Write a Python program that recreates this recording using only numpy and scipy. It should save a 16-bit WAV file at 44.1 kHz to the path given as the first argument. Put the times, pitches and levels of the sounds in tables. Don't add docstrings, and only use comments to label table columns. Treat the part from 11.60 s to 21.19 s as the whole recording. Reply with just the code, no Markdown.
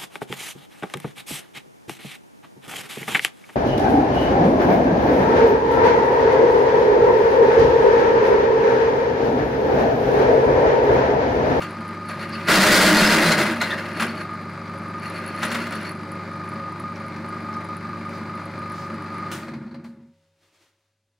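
import sys
import numpy as np
from scipy import signal
from scipy.fft import rfft, irfft, next_fast_len
from scipy.io import wavfile
from scipy.ndimage import map_coordinates

SR = 44100
rng = np.random.default_rng(int(sys.argv[2]) if len(sys.argv) > 2 else 0)


def wav_out(sig):
    wavfile.write(sys.argv[1], SR, np.round(np.clip(np.atleast_2d(sig).T, -1, 1) * 32767).astype(np.int16))


N = 422919
TIME = np.arange(N) / SR

FREE_HZ, SAG_HZ = 24.75, .55
OFF_S, COAST_S = 7.714, .82

# f/Hz, level/dB
RATTLE = [(100, -29.5), (280, -2), (450, -4), (700, .5), (1100, 0.5), (1500, -0.4), (2300, -7),
          (2800, -16.5), (3500, -19.5), (4700, -17), (5400, -23), (7500, -29.5), (10000, -32.5),
          (12000, -39), (16000, -42)]
# f/Hz, width/Hz, boost/dB
CASTING_MODES = [(311.5, 43, 12), (360, 50, 7.8), (554.3, 57, 11.4), (855, 26, 3.6), (1417, 50, 5.6),
                 (1770, 57, 2.5), (2130, 61, 7.6), (2425, 56, 6.5), (4130, 330, 5), (4550, 40, 3.5),
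                 (4760, 41, 5.3), (4870, 63, 6)]


def amp(db):
    return 10 ** (np.asarray(db) / 20)


def unit(x):
    return x / np.sqrt(np.mean(x ** 2) + 1e-20)


def along(points, hz):
    f, values = np.transpose(points)
    return np.interp(np.log(hz + 1), np.log(f + 1), values)


def curve(points, at=TIME):
    return np.interp(at, *np.transpose(points))


def wobble(rate):
    knots = rng.standard_normal(int(N * rate / SR) + 4)
    return np.interp(TIME, TIME[::16], map_coordinates(knots, [TIME[::16] * rate]))


def noise():
    return rng.standard_normal(N)


def body(x, spectrum, modes=(), size=8192):
    hz = np.fft.rfftfreq(size, 1 / SR)
    peaks_db = sum(boost / (1 + (2 * (hz - f) / width) ** 2) for f, width, boost in modes)
    cepstrum = irfft(np.log(amp(along(spectrum, hz) + peaks_db)))
    cepstrum[1:size // 2] *= 2
    cepstrum[size // 2 + 1:] = 0
    return signal.oaconvolve(x, irfft(np.exp(rfft(cepstrum))))[:N]


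def bursts(rows, attack, t60):
    out, t = np.zeros(N + SR), np.arange(SR) / SR
    shape = (1 - np.exp(-t / attack)) * amp(-60 * t / t60)
    for s, db in rows:
        out[max(0, round(s * SR)):][:SR] += (amp(db) * shape) ** 2
    return np.sqrt(out[:N])


def swells(rows):
    slow = TIME[::32]
    level = sum(amp(db) * np.exp(-((slow - s) / width) ** 2) for s, db, width in rows)
    return np.interp(TIME, slow, level)


def lagging(x, t60):
    keep = amp(-60 / (t60 * SR))
    return signal.lfilter([1 - keep], [1, -keep], x - x[0]) + x[0]


def coasting():
    return np.maximum(TIME - OFF_S, 0)


def motor_speed(feed_db):
    load = lagging(amp(feed_db - feed_db.max()), t60=.4)
    run_down = 1 - np.clip(coasting() / COAST_S, 0, 1) ** 1.5
    return (FREE_HZ - SAG_HZ * load / load.max()) * run_down


def each_turn(turns, fresh, size=1600):
    track = map_coordinates(rng.standard_normal(size), [turns % 1 * size], mode="grid-wrap")
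    pace = np.abs(np.gradient(turns))
    return np.sqrt((1 - fresh) * pace / pace.max()) * unit(track) + np.sqrt(fresh) * noise()


def throb(turns, once, twice, fourfold):
    angle = 2 * np.pi * turns
    return unit(np.exp(once * np.cos(angle) + twice * np.cos(2 * angle) + fourfold * np.cos(4 * angle)))


def contacts(turns, pattern, scatter_db):
    whole = np.arange(1, int(OFF_S * FREE_HZ) + 1)
    rows = np.array([(s, db) for share, db in pattern for s in np.interp(whole + share, turns, TIME)])
    return rows + np.clip(rng.standard_normal(rows.shape), -2, 2) * [.0004, scatter_db]


def workshop(x):
    # f/Hz, t60/s
    decay = [(150, 0.17), (1000, 0.62), (5000, .28), (15000, 0.18)]
    hz, t, spectra = signal.stft(rng.standard_normal(SR // 2), SR, nperseg=256)
    tail = signal.istft(spectra * amp(-60 * t / along(decay, hz)[:, None]), SR, nperseg=256)[1]
    return signal.oaconvolve(x, tail / np.linalg.norm(tail))[:N]


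def reflections(x):
    # f/Hz, level/dB
    side_tone = [(30, -13), (120, -46), (350, -21.5), (700, -18), (1400, -14), (2800, -5.5), (6000, -6),
                 (14000, 1.5)]
    scatter = rng.standard_normal(SR // 25) * np.linspace(1, 0, SR // 25)
    return body(.76 * signal.oaconvolve(x, scatter / np.linalg.norm(scatter))[:N], side_tone)


def background():
    # f/Hz, level/dB
    air_tone = [(25, -2), (100, 2), (300, -1.5), (1500, -9), (5000, -10), (11000, -19), (16000, -35.5)]
    # f/Hz, level/dB
    cloth_tone = [(40, -16), (100, -4), (200, -12), (320, 5), (430, -1.5), (2000, -2.5), (5000, -6.5),
                  (9000, -14), (16000, -24)]
    # t/s, level/dB, width/s
    rustles = [(8.6, -74.5, 0.32), (8.85, -67.5, .05), (9.01, -63, 0.084), (9.22, -77.5, 0.151)]
    rustle = swells(rustles) * amp(1.2 * wobble(43)) * unit(body(noise(), cloth_tone))
    air = amp(-81) * unit(body(noise(), air_tone))
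    mains = amp(-75) * np.sin(2 * np.pi * 100 * TIME)
    return rustle + air + mains


def switch_off():
    # t/s, level/dB
    clicks = [(7.714, -32.5), (8.24, -58)]
    # f/Hz, level/dB
    click_tone = [(150, -11), (400, 4), (1500, 9), (5000, 0), (9000, -3), (16000, -12.5)]
    # f/Hz, level/dB, t60/s
    frame_rings = [(93, -51.5, 1.96), (162, -48.5, 1.52), (550, -61.5, 2.64), (930, -60, 1.54)]
    click = bursts(clicks, attack=.001, t60=.36) * unit(body(noise(), click_tone))
    rise = np.clip((TIME - 7.75) / .22, 0, 1)
    fading_s = np.maximum(TIME - 8.14, 0)
    ring = sum(amp(db - 60 * fading_s / t60) * np.sin(2 * np.pi * hz * TIME)
               for hz, db, t60 in frame_rings)
    return click + rise * ring


def belt_knocks():
    # t/s, level/dB
    knocks = [(7.8306, -31.5), (7.881, -27.5), (7.935, -29), (8.0634, -45.5), (8.111, -40.5), (8.1424, -33),
              (8.2424, -34.5)]
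    # f/Hz, width/Hz, boost/dB
    pulley_modes = [(3990, 150, 15), (4330, 180, 13), (4730, 250, 9)]
    pulley_tone = [(1000, -32), (3000, -5), (4600, 1), (5600, -10), (9000, -28), (16000, -39)]
    thud = amp(-5.5) * bursts(knocks, attack=.001, t60=.11) * unit(body(noise(), RATTLE, CASTING_MODES))
    ring = unit(body(noise(), pulley_tone, pulley_modes))
    ring_hits = [(s, -45.5 + .37 * db) for s, db in knocks]
    return thud + bursts(ring_hits, attack=.001, t60=.15) * ring


def belt_guard(speed):
    # t/s, level/dB, width/s
    booms = [(1.94, -27.5, 0.12), (2.47, -27.5, .08), (3.96, -28.5, 0.11)]
    slowing = np.clip(coasting() / .27, 0, 1) ** 2 * speed / speed.max()
    level = (swells(booms) + amp(-33) * lagging(slowing, t60=.22)) * amp(.95 * wobble(22))
    hz = 234 + 3 * wobble(23)
    return level * np.sin(2 * np.pi * np.cumsum(hz) / SR)


def motor(speed, turns):
    # multiple of the speed, level/dB
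    hum = [(1, -50), (2, -41), (3, -29.5), (4, -1), (5, -9.5), (6, -13.5), (7, 1), (8, -9), (9, -1),
           (10, -20), (11, -26.5), (12, -8), (13, -14.5), (14, -9), (15, -14.5), (16, -9.5)]
    # multiple of the speed, level/dB
    whine = [(22, -21), (31, -24.5), (34, -17), (35, -17), (45, -19.5), (58, -15.5), (63, -21.5), (68, -19),
             (69, -21.5), (86, -19), (94, -17), (96, -22), (98, -21.5), (106, -30.5), (119, -33),
             (153, -35.5), (173, -33), (184, -30.5), (190, -27.5), (198, -29)]
    share = np.linspace(0, 1, 8193)
    one_turn = sum(amp(db) * np.sin(2 * np.pi * (k * share + rng.random())) for k, db in [*hum, *whine])
    dying = amp(-50 * coasting()) * (speed / speed.max()) ** 3
    return amp(-39 + .53 * wobble(6.7)) * dying * np.interp(turns % 1, share, one_turn)


def bearing(turns, catch_db):
    # position/turns, level/dB
    tap_pattern = [(0, -0.5), (.14, -4.5), (.34, -8.5), (.6, -5.5)]
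    # t/s, level/dB
    accents = [(3.0949, 5.5), (3.2575, 5.5), (5.238, 3), (5.8865, 3), (5.9673, 3.5), (6.0881, 5),
               (6.2497, 1.5), (6.331, 7), (7.0579, 3)]
    # t/s, level/dB
    loudness = [(0, -39), (2.7, -38.5), (3.5, -38), (4.6, -40), (5, -35.5), (5.45, -40), (5.8, -38),
                (7.6, -38)]
    housing_hz = 1235
    housing_tone = [(500, -37.5), (1050, -10.5), (1215, 5.5), (1340, -10.5), (1600, -22),
                    (2500, -42.5), (6000, -80)]
    hits, taps = contacts(turns, tap_pattern, scatter_db=1.3), np.zeros(N)
    for s, db in accents:
        hits[np.argmin(np.abs(hits[:, 0] - s))] = s, db
    taps[np.round(hits[:, 0] * SR).astype(int)] = amp(hits[:, 1])
    rasp = each_turn(turns, fresh=.9) * amp(catch_db)
    ring = body(unit(taps) + amp(-2) * unit(rasp), housing_tone, [(housing_hz, 46, 9.9)])
    sing_level = amp(-2.5 + .6 * wobble(25) + .7 * catch_db)
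    singing = sing_level * np.sin(2 * np.pi * housing_hz * TIME + .88 * wobble(24))
    return amp(curve(loudness)) * unit(singing + unit(ring))


def drive(speed, turns):
    # f/Hz, level/dB
    rumble_tone = [(25, -37), (70, -25.5), (110, -12.5), (140, -4), (230, -5.5), (265, -16.5), (340, -5),
                   (450, -24), (1000, -54.5), (4000, -100)]
    # f/Hz, width/Hz, boost/dB
    frame_modes = [(139, 15, 10), (168, 14, 3.1), (226.2, 37, 11)]
    rattle_fade_db_per_s, bearing_fade_db_per_s = 32, 52
    coast_s, pace = coasting(), speed / speed.max()
    flap_db = .5 * wobble(22)
    turn_db = 1.05 * rng.standard_normal(int(TIME[-1] * FREE_HZ))
    catch_db = turn_db[turns.astype(int)] - 6.5 * (turns % 1)
    bumps = each_turn(turns, fresh=.78) * throb(turns, once=.05, twice=.1, fourfold=.091)
    rattle = unit(body(bumps * amp(.6 * wobble(110) + .4 * catch_db), RATTLE, CASTING_MODES))
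    rattle *= amp(-38.5 - rattle_fade_db_per_s * coast_s + flap_db)
    shaking = each_turn(turns, fresh=.8) * throb(turns, once=.13, twice=.14, fourfold=.088)
    rumble = unit(body(shaking, rumble_tone, frame_modes))
    shudder_db = 6 * (coast_s > 0)
    rumble *= lagging(amp(-40.5 + shudder_db) * pace ** 2, t60=.42)
    tapping = amp(-bearing_fade_db_per_s * coast_s) * bearing(turns, catch_db)
    return np.sqrt(pace) * (rattle + tapping) + rumble


def chips(turns):
    # position/turns, level/dB
    hop_pattern = [(-.02, 1), (.16, -2.5), (.42, -5), (.56, -2)]
    # t/s, level/dB
    shake = [(0, -58), (.4, -61), (.6, -55), (.85, -56.5), (1, -38), (1.82, -36), (2.05, -50), (2.25, -63),
             (2.35, -52), (2.42, -32), (2.5, -53), (2.75, -62), (3.35, -57), (3.55, -49.5), (3.72, -52),
             (3.86, -40), (4.05, -50.5), (4.3, -46.5), (4.42, -60.5), (7.7, -63)]
    # t/s, level/dB, f/Hz
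    tinks = [(.107, -43, 10200), (0.2793, -41, 10250), (0.488, -34, 10290), (3.185, -46, 10350),
             (3.2843, -45, 10300), (3.4987, -35.5, 10300), (3.6775, -33, 10500), (3.8514, -24, 10400),
             (4.1536, -35, 10600), (4.5181, -37.5, 10300), (4.8903, -41, 10300), (5.1986, -40, 10280),
             (5.3572, -42.5, 5600), (5.69, -43, 10350), (5.9399, -41, 5630), (6.0452, -42, 10300),
             (6.1679, -38, 10200), (6.752, -44.5, 10400), (6.8548, -45, 10400), (6.991, -47, 10350),
             (7.1202, -39, 10250), (7.5811, -43.5, 10350)]
    small_hz, big_hz, big_share, t60 = 10280, 5700, .19, .014
    when, hop_db = contacts(turns, hop_pattern, scatter_db=7.5).T
    pick, detune = rng.random((2, len(when)))
    pitch = np.where(pick < big_share, big_hz, small_hz) * (1 + .025 * (detune - .5))
    hops = np.column_stack([when, hop_db + curve(shake, when), pitch])
    bounces = [(s + .008, db - 9, hz) for s, db, hz in tinks]
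    hits = np.vstack([tinks, bounces, hops])
    out, t = np.zeros((2, N + SR)), np.arange(SR // 40) / SR
    shape = amp(-60 * t / t60) * (1 - np.exp(-t / .0005))
    skids = .15 * np.cumsum(rng.standard_normal((len(hits), len(t))), axis=1)
    for (s, db, hz), skid, place in zip(hits, skids, rng.uniform(-1, 1, len(hits))):
        ring = np.sin(2 * np.pi * hz * t + skid + [[place], [-place]])
        out[:, round(s * SR):][:, :len(t)] += amp(db) * shape / shape.max() * ring
    return out[:, :N]


def quill():
    # t/s, level/dB, width/s
    slides = [(6.55, -55.5, .06), (7.2, -52.5, .08)]
    hiss = body(noise(), [(1000, -10.5), (5000, 4), (9000, -11), (16000, -15.5)])
    return swells(slides) * unit(hiss)


def flute_rubs():
    # first t/s, last t/s, level/dB
    spells = [(.03, .03, -37.5), (.51, .627, -42.5), (.742, .86, -40.5), (2.37, 2.6, -40.5),
              (3.45, 4.27, -40.5)]
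    turn_s, width_s = .1171, .031
    rub_tone = [(500, -30.5), (1400, 9), (2700, 0), (3400, -16), (5500, -18.5), (9000, -24.5),
                (16000, -33.5)]
    grit = noise() * amp(3.5 * np.tanh(wobble(300)) + 3 * np.tanh(wobble(70)))
    ring = body(grit, rub_tone, [(4400, 500, 23), (10950, 170, 26)])
    rubs = [(s, db + rng.normal(0, 1), width_s)
            for first, last, db in spells for s in np.arange(first, last + turn_s / 2, turn_s)]
    return amp(3.5) * swells(rubs) * unit(ring)


def bit_squeaks():
    # t/s, f/Hz, level/dB, octave against fundamental/dB, length/s
    squeaks = [(2.004, 2074, -23, -3.5, 0.024), (2.016, 2060, -32, -1, 0.055),
               (2.101, 1753, -27, -2, 0.025), (2.12, 1785, -20.5, -23, 0.027),
               (4.254, 4400, -41, -20, 0.039)]
    out = np.zeros(N)
    jitter, rough = .78 * wobble(500), amp(2 * wobble(470))
    for s, hz, db, octave_db, length in squeaks:
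        swell = np.sin(np.pi * np.clip((TIME - s) / length, 0, 1))
        angle = 2 * np.pi * hz * TIME + jitter
        out += amp(db) * swell * (np.sin(angle) + amp(octave_db) * np.sin(2 * angle))
    return out * rough


def chip_squeals():
    # t/s, length/s, f/Hz, width/Hz, level/dB
    squeals = [(0.72, 0.038, 4600, 600, -39), (0.737, 0.027, 2750, 500, -39), (.95, .03, 4650, 500, -26),
               (1.07, 0.049, 1900, 250, -16.5), (1.13, 0.032, 4450, 701, -21.5),
               (1.175, .035, 4900, 700, -24), (1.234, 0.044, 4500, 500, -25.5),
               (1.36, 0.046, 4550, 550, -21.5), (1.452, .04, 5050, 551, -25), (1.495, .022, 4300, 300, -24),
               (1.645, 0.044, 4100, 160, -27.5), (1.71, 0.025, 4100, 300, -23.5),
               (1.712, 0.021, 5800, 2600, -25)]
    out = np.zeros(N)
    for s, length, hz, width, db in squeals:
        band = signal.butter(2, [hz - width / 2, hz + width / 2], "bandpass", fs=SR, output="sos")
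        drag = signal.sosfilt(band, rng.standard_normal(SR // 8))[-round(length * SR):]
        swell = np.sin(np.linspace(0, np.pi, len(drag)))
        out[round(s * SR):][:len(drag)] += amp(db) * swell * unit(drag)
    return out


def chatter():
    # t/s, length/s, starting f/Hz, level/dB
    groans = [(.9, 0.084, 330, -18), (.975, 0.08, 205.7, -17), (1.01, 0.062, 325, -23),
              (1.08, 0.15, 213.6, -17), (1.2, 0.17, 204.5, -17), (1.29, 0.088, 316, -15.5),
              (1.365, 0.086, 195.5, -15), (1.435, 0.068, 327, -19), (1.49, .1, 187.5, -21),
              (1.565, 0.079, 324.6, -16.5), (1.635, .11, 174.8, -18), (1.73, 0.13, 158.5, -26),
              (1.88, 0.064, 338, -23)]
    sag_per_s = 1.1
    out = np.zeros(N)
    waver, rough = 1 + .022 * wobble(70), amp(1.2 * wobble(60))
    for s, length, hz, db in groans:
        span = slice(round(s * SR), round((s + length) * SR))
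        t = TIME[span] - TIME[span][0]
        angle = 2 * np.pi * np.cumsum(hz * (1 - sag_per_s * t) * waver[span]) / SR
        tone = np.sin(angle) + .16 * np.sin(2 * angle) + .17 * np.sin(3 * angle)
        out[span] += amp(db) * np.sin(np.pi * t / length) * tone
    return out * rough


def cutting(feed_db, turns):
    # f/Hz, level/dB
    scrape_tone = [(100, -30.5), (300, -4), (700, -5), (1150, 1.5), (1450, 4), (2100, 3.5), (2800, -3.5),
                   (3600, -11), (5200, -13), (7000, -26.5), (9500, -34), (12000, -33.5), (16000, -36.5)]
    # f/Hz, width/Hz, boost/dB
    bit_modes = [(1416, 43, 7.5), (1520, 25, 3.3), (1620, 50, 2.5), (1910, 23, 4.8), (2050, 25, 6),
                 (2490, 30, 3.6), (2750, 39, 6.1), (4310, 200, 6.6), (7260, 400, 3.3), (10430, 840, 15)]
    # f/Hz, level/dB
    groan_tone = [(30, -42), (100, -29), (140, -12), (210, 1), (260, -15), (340, -4), (450, -13.5),
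                  (620, -10), (1000, -17), (2000, -41), (6000, -81.5)]
    # f/Hz, width/Hz, boost/dB
    table_modes = [(183, 20, 1.8), (304, 23, 4.5), (530, 35, 4.1), (597, 54, 7)]
    # t/s, level/dB
    grabs = [(0.0184, -19.5), (0.4878, -27), (0.884, -2.5), (1.0216, -10.5), (1.072, -10.5), (1.142, -9),
             (1.46, -12), (1.713, -10.5), (1.785, -9), (1.908, -16.5), (2.0118, -7.5), (2.396, -10.5),
             (2.4194, -11), (3.829, -9.5), (3.9135, -13), (3.944, -12), (4.0143, -24.5), (4.0661, -24),
             (4.1205, -19.5)]
    fizz_tone = [(1500, -7), (3000, 2), (4700, -3), (7000, -7), (10000, -10.5), (16000, -22)]
    snap_tone = [(150, -15.5), (600, -1), (1500, 6.5), (4500, -10), (9000, -19), (16000, -26.5)]
    bite_db = feed_db + .6 * wobble(30)
    slips = noise() * amp(5 * np.tanh(.6 * wobble(350) + .5 * wobble(75)))
    scrape = amp(bite_db) * unit(body(slips, scrape_tone, bit_modes))
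    fizz = amp(1.7 * bite_db + 5.5) * unit(body(slips, fizz_tone, [(4660, 700, 4.7)]))
    judder = each_turn(turns, fresh=1) * amp(1.7 * wobble(60))
    groan = amp(bite_db - 2) * unit(body(judder, groan_tone, table_modes))
    crack = unit(body(noise(), snap_tone, [(1370, 130, 8.3), (7400, 590, 5)]))
    snaps = amp(-7) * bursts(grabs, attack=.002, t60=.11) * crack
    return scrape + fizz + groan + snaps


def scene():
    # t/s, level/dB
    feed = [(0, -36.5), (.08, -42.5), (.18, -52), (.45, -62), (.5, -42), (.862, -39), (.893, -16),
            (1.16, -14), (1.35, -16.5), (1.55, -17), (1.63, -20), (1.7, -17.5), (1.77, -26), (1.8, -19),
            (1.88, -26), (1.96, -34), (2.1, -30), (2.34, -40), (2.43, -28), (2.51, -39), (2.61, -39.5),
            (2.68, -62.5), (3.38, -64.5), (3.48, -41.5), (3.77, -41), (3.84, -32.5), (3.97, -33),
            (4.07, -37), (4.28, -41), (4.6, -100)]
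    feed_db = curve(feed)
    speed = motor_speed(feed_db)
    turns = np.cumsum(speed * (1 + .0012 * wobble(4))) / SR
    turns += (-np.interp(5.8865, TIME, turns)) % 1
    near = (drive(speed, turns) + belt_guard(speed) + cutting(feed_db, turns) + flute_rubs() + quill()
            + bit_squeaks() + chip_squeals() + belt_knocks() + switch_off() + background())
    mid = near + amp(-11) * workshop(near) + motor(speed, turns) + chatter()
    side = reflections(near)
    return np.array([mid + side, mid - side]) * amp([[.15], [-.15]]) + chips(turns)


def record(dry):
    ceiling, hardness, top_hz = .28, 8, 15780
    clipped = dry / (1 + np.abs(dry / ceiling) ** hardness) ** (1 / hardness)
    size = next_fast_len(N + SR // 4)
    passband = np.fft.rfftfreq(size, 1 / SR) < top_hz
    return irfft(rfft(clipped, size) * passband, size)[:, :N]


dry = scene()
out = record(dry)
wav_out(out)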